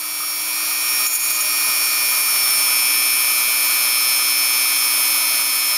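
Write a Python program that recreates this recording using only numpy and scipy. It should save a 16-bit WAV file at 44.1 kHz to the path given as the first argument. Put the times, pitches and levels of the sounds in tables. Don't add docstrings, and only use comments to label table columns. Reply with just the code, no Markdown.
import sys
import numpy as np
from scipy import signal
from scipy.fft import rfft, irfft, next_fast_len
from scipy.io import wavfile
from scipy.ndimage import uniform_filter1d

SR = 44100
rng = np.random.default_rng(int(sys.argv[2]) if len(sys.argv) > 2 else 0)


def bounce(signal):
    frames = np.transpose(np.atleast_2d(signal))
    limited = np.clip(frames, -1, 1)
    pcm = np.round(limited * 32767).astype(np.int16)
    wavfile.write(sys.argv[1], SR, pcm)


def voltage_ratio(decibels):
    exponent = np.asarray(decibels, float) / 20
    return 10 ** exponent


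N = 254456
T = np.arange(N) / SR

# [t/s, shaft speed f/Hz, fan blade level/dB, armature slot level/dB]
TOOL_RUN = [(0.0, 308.04, -30, -37), (0.3, 307.89, -26, -47), (0.5, 307.85, -28, -31),
            (0.95, 307.59, -25.5, -30), (1.4, 306.95, -26, -28), (1.8, 304.82, -27, -28),
            (2.2, 303.09, -27.5, -27.5), (2.45, 300.95, -22.5, -30), (2.75, 299.0, -25.5, -27.5),
            (3.0, 298.18, -25, -27.5), (3.2, 298.24, -25, -27.5), (3.42, 297.48, -26.5, -27),
            (3.6, 297.32, -26.5, -27.5), (3.9, 296.62, -24.5, -29.5), (4.4, 296.09, -23, -29.5),
            (4.6, 296.5, -25.5, -28.5), (4.85, 296.13, -23.5, -33), (5.77, 295.08, -23.3, -34)]
# [order, free level/dB, loaded level/dB]
SHAFT_HARMONICS = [(6, -43.5, -45), (7, -44, -45.5), (10, -44, -43), (11, -42, -37.5), (12, -47, -41),
                   (14, -37.5, -37), (15, -38.5, -42), (16, -42, -45), (17, -42.5, -43.5), (20, -45, -42),
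                   (22, -42, -42), (24, -40, -47), (31, -40.5, -40), (33, -42.5, -40.5), (34, -44, -39),
                   (35, -39.5, -45.5), (36, -31.5, -32), (37, -39.5, -40), (38, -37, -36.5),
                   (40, -41.5, -44), (41, -38.5, -37), (42, -43, -40), (43, -45, -38), (44, -36, -38.5),
                   (45, -43, -40.5), (46, -39, -38), (47, -41.5, -41.5), (48, -42, -37), (49, -42, -40)]
FAINT_ORDERS = [13, 19, 21, 23, 25, 27, 28, 29, 30, 32, 39, 50, 51]
# [order, free level/dB, loaded level/dB]
BEARING_TONES = [(10.83, -53, -49.5), (20.17, -49, -45), (21.65, -47.5, -47.5), (22.73, -48.5, -50),
                 (23.81, -40.5, -42.5), (27.84, -39, -47), (29.69, -33, -33.5), (30.31, -47.5, -42),
                 (31.69, -37, -38.5), (34.64, -37, -42.5), (35.36, -49, -41), (35.52, -36.5, -36),
                 (35.72, -44, -41), (41.27, -47, -46), (42.22, -42, -46), (42.47, -50, -45),
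                 (43.19, -34.5, -33), (44.19, -42.5, -45.5), (45.11, -45, -44), (45.66, -48.5, -45),
                 (46.94, -45, -45), (48.86, -52.5, -45.5)]
STAGE_SPEEDS_HZ = [303.5, 298.5]
# [free level/dB, biting level/dB, loaded level/dB]
SLOT_SIDE_TONES = [
    (-31.5, -31.5, -31),
    (-38.5, -42.5, -31),
    (-42.5, -41, -37.5),
]
BITE_SPEEDS_HZ = [
    307.6,
    307.2,
    300.6,
    299.3,
]
# [t/s, length t/s, low ring level/dB, high ring level/dB]
CHATTER_BURSTS = [(1.067, .032, -25, -25), (1.1, .045, -26.5, -38), (1.13, .03, -30, -23),
                  (1.15, .028, -26, -25), (1.168, .03, -36, -28), (1.195, .07, -29.5, -32),
                  (1.235, .03, -31, -27), (1.255, .08, -30, -33), (1.302, .03, -32, -25),
                  (1.325, .04, -28, -36), (1.35, .035, -28, -36), (1.405, .03, -26, -24.5)]
# [f/Hz, width f/Hz]
ROD_RINGS = [
    (6900, 700),
    (9900, 1300),
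    (13600, 2500),
]
# [t/s, length t/s, f/Hz, width f/Hz, level/dB]
BENCH_BUMPS = [
    (.195, .075, 1260, 90, -33),
    (1.68, .05, 210, 90, -50),
    (1.3, .4, 612, 12, -49),
]
# [f/Hz, level/dB per Hz]
AIR_SPECTRUM = [(40, -82.5), (150, -80.5), (400, -76.5), (600, -76.5), (900, -67.5), (1650, -68.5),
                (3000, -67.5), (5000, -65), (7000, -65), (9000, -60.5), (10500, -55), (13200, -59),
                (14300, -56), (15900, -72.5)]
# [f/Hz, width f/Hz, level/dB]
HOUSING_CAVITIES = [(621, 125, 9), (1010, 71, 7), (1256, 136, 12.5), (1452, 61, 6.5), (2980, 620, 1.5),
                    (4340, 610, 0), (2600, 280, -6), (3600, 310, -3), (5750, 190, -5), (7000, 160, -1),
                    (9000, 260, -1.5)]
# [t/s, depth level/dB, recovery t/s]
GAIN_DUCKS = [
    (1.067, 6.5, 0.083),
    (1.136, 3.5, 0.083),
    (1.165, 1.5, 0.11),
    (1.315, 2.5, 0.16),
    (1.408, 1.2, 0.048),
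    (5.42, 2, 0.34),
]
# [f/Hz, half width f/Hz, level/dB]
PORT_DIPS = [
    (7875, 340, -25),
    (11800, 200, -20),
]

FREE_HZ, LOADED_HZ = 305, 298
MAINS_HZ, FIRST_PULSE_S = 120.02, 0.0056
BLADES, SLOTS = 18, 8
DUCK_FALL_S = 0.0085


def evened(x):
    return x / np.sqrt(np.mean(abs(x) ** 2) + 1e-20)


def curves(rows):
    t_s, *columns = np.transpose(rows)
    return [np.interp(T, t_s, column) for column in columns]


def drift(per_s, t=T):
    knots = rng.standard_normal(600)
    return np.sqrt(1.5) * np.interp(t * per_s, np.arange(len(knots)), knots)


def resonate(x, hz, width_hz):
    carrier = np.exp(2j * np.pi * hz * T)
    r = np.exp(-np.pi * width_hz / SR)
    return 2 * (carrier * signal.lfilter([1 - r], [1, -r], x / carrier)).real


def hump(start_s, length_s):
    return np.sin(np.pi * np.sqrt(np.clip((T - start_s) / length_s, 0, 1)))


def tones(turns, speed_hz, table, wander_db, flutter):
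    strain_hz, strain_width_hz, strain_from_order = 299.5, 2.8, 28
    strain_db, relief_db = 3, -1.2
    t, speed = T[::64], speed_hz[::64]
    out = np.zeros(N)
    for order, *stage_db in table:
        db = np.interp(-speed, np.negative(STAGE_SPEEDS_HZ), stage_db)
        if order > strain_from_order:
            strain = np.exp(-((speed - strain_hz) / strain_width_hz) ** 2)
            db = db + relief_db + strain_db * strain
        level = voltage_ratio(db + wander_db * drift(3.23, t)) * (1 + flutter * drift(30, t))
        shift = 2 * np.pi * rng.random() + flutter * drift(40, t)
        out += np.interp(T, t, level) * np.cos(2 * np.pi * order * turns + np.interp(T, t, shift))
    return np.sqrt(2) * out


def shaft(turns, speed_hz):
    faint = [(order, -47.5, -47.5) for order in FAINT_ORDERS]
    out = tones(turns, speed_hz, SHAFT_HARMONICS, wander_db=1.1, flutter=0.12)
    out += tones(turns, speed_hz, faint, wander_db=3, flutter=0.12)
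    ripple = 1 + 0.12 * np.cos(2 * np.pi * MAINS_HZ * T)
    return voltage_ratio(1.2) * out * ripple


def bearings(turns, speed_hz):
    return voltage_ratio(1.6) * tones(turns, speed_hz, BEARING_TONES, wander_db=0.76, flutter=0.14)


def blades(turns, speed_hz, blade_db):
    return voltage_ratio(blade_db) * tones(turns, speed_hz, [(BLADES, 0, 0)], wander_db=-1.2, flutter=0.075)


def slots(turns, speed_hz, centre_db, load):
    chirp_rad, fall_db, sag_db, second_db = 0.45, -6, -3, -41
    lower, upper, far = (np.interp(-speed_hz, np.negative(BITE_SPEEDS_HZ), [free, biting, biting, loaded])
                         for free, biting, loaded in SLOT_SIDE_TONES)
    lowest = lower + fall_db + sag_db * load
    levels_db = [lowest - 11 + 2 * sag_db * load, lowest, lower, centre_db, upper, far, far - 9]
    mains = 2 * np.pi * MAINS_HZ * (T - FIRST_PULSE_S)
    slot = 2 * np.pi * SLOTS * turns
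    buzz = sum(voltage_ratio(db) * np.cos(slot + k * mains + chirp_rad * abs(k))
               for k, db in zip(range(-3, 4), levels_db))
    octave = np.cos(2 * slot - mains)
    octave += 0.47 * np.cos(2 * slot - 2 * mains)
    octave += 0.31 * np.cos(2 * slot + mains)
    octave *= voltage_ratio(second_db - 6.8 * (1 - load))
    wobble = voltage_ratio(-58.5) * np.cos(2 * np.pi * turns + mains)
    return np.sqrt(2) * (buzz + octave + wobble) * (1 + 0.037 * drift(30))


def hum(turns, speed_hz):
    hum_db, near_db, approach_s = -49.5, 4.5, 0.95
    level = voltage_ratio(hum_db + near_db * np.exp(-T / approach_s))
    return level * tones(turns, speed_hz, [(1, 0, 0)], wander_db=1.0, flutter=0.12)


def chatter(turns):
    rough, uneven_db, slip_turns = 0.5, 1.6, 0.008
    slipping = turns + slip_turns * drift(70)
    knocks = evened(sum(np.cos(2 * np.pi * k * slipping) for k in range(18, 51)))
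    scrape = (1 + np.cos(2 * np.pi * slipping)) ** 2 * rng.standard_normal(N)
    drive = knocks * voltage_ratio(uneven_db * drift(100)) + rough * evened(scrape)
    low, high, top = (evened(resonate(resonate(drive, hz, width), hz, width)) for hz, width in ROD_RINGS)
    swells = np.array([hump(s - 0.003, 1.3 * length) ** 2 for s, length, *_ in CHATTER_BURSTS])
    low_level, high_level = voltage_ratio(np.array(CHATTER_BURSTS)[:, 2:]).T @ swells
    return low_level * low + high_level * (high + voltage_ratio(-2.0) * top)


def bumps():
    noise = rng.standard_normal(N)
    out = np.zeros(N)
    for s, length, hz, width, db in BENCH_BUMPS:
        ring = resonate(resonate(noise, hz, width), hz, width)
        out += voltage_ratio(db) * hump(s, length) * evened(ring)
    return out


def air(duck_db):
    air_db, patchy_db, swell_db = -20.5, 0.35, 0.46
    vent_db, vent_wander_db = -2.5, 0.5
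    vent_bite = 0.44
    treble_db = vent_db + vent_wander_db * drift(4.98) + vent_bite * duck_db
    frames, hz = N // 256 + 5, np.fft.rfftfreq(1024, 1 / SR)
    a, b, patches = rng.standard_normal((frames, 513, 3)).T
    patches = uniform_filter1d(patches, size=10, axis=0)
    patches = evened(uniform_filter1d(patches, size=12, axis=1))
    f, db = np.transpose(AIR_SPECTRUM)
    colour_db = np.interp(np.log(hz + 1), np.log(f), db)
    colour_db += sum(d / (1 + (2 * (hz - c) / w) ** 2) for c, w, d in HOUSING_CAVITIES)
    frame_treble_db = np.interp(np.arange(frames) * 256 / SR, T, treble_db)
    vents_db = np.clip((hz - 6000) / 3000, 0, 1)[:, None] * frame_treble_db
    z = (a + 1j * b) * voltage_ratio(colour_db[:, None] + vents_db + patchy_db * patches)
    rush = signal.istft(z, nperseg=1024, noverlap=768)[1][:N]
    return voltage_ratio(air_db + swell_db * drift(20)) * evened(rush)


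def ducking():
    out_db = np.zeros(N)
    for s, depth_db, back_s in GAIN_DUCKS:
        since = np.maximum(T - s, 0)
        recovery = np.exp(-np.maximum(since - DUCK_FALL_S, 0) / back_s)
        out_db += depth_db * np.minimum(since / DUCK_FALL_S, 1) * recovery
    return out_db


def recorder_gain(duck_db):
    start_db, creep_db_per_s, settled_db, bite_s = -7.5, 7, -0.32, 1.066
    creep_db = start_db + creep_db_per_s * T
    return voltage_ratio(np.where(T < bite_s + DUCK_FALL_S, creep_db, settled_db) - duck_db)


def scene():
    speed_hz, blade_db, slot_db = curves(TOOL_RUN)
    turns = np.cumsum(speed_hz + 0.13 * drift(25)) / SR
    load = np.clip((FREE_HZ - speed_hz) / (FREE_HZ - LOADED_HZ), 0, 1)
    duck_db = ducking()
    tool = shaft(turns, speed_hz) + bearings(turns, speed_hz)
    tool += blades(turns, speed_hz, blade_db)
    tool += slots(turns, speed_hz, slot_db, load)
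    tool += hum(turns, speed_hz)
    tool += air(duck_db)
    mono = recorder_gain(duck_db) * tool + chatter(turns) + bumps()
    return np.array([mono, mono])


def top_cut(x):
    return signal.sosfilt(signal.butter(12, 15670, fs=SR, output="sos"), x)


def record(dry):
    edge_hz = 15700
    size = next_fast_len(N)
    hz = np.fft.rfftfreq(size, 1 / SR)
    port = voltage_ratio(sum(db * np.exp(-abs((hz - c) / w) ** 1.5) for c, w, db in PORT_DIPS))
    mix = irfft(rfft(dry, size) * port * (hz < edge_hz), size)[:, :N]
    return top_cut(mix)


dry = scene()
out = record(dry)
bounce(out)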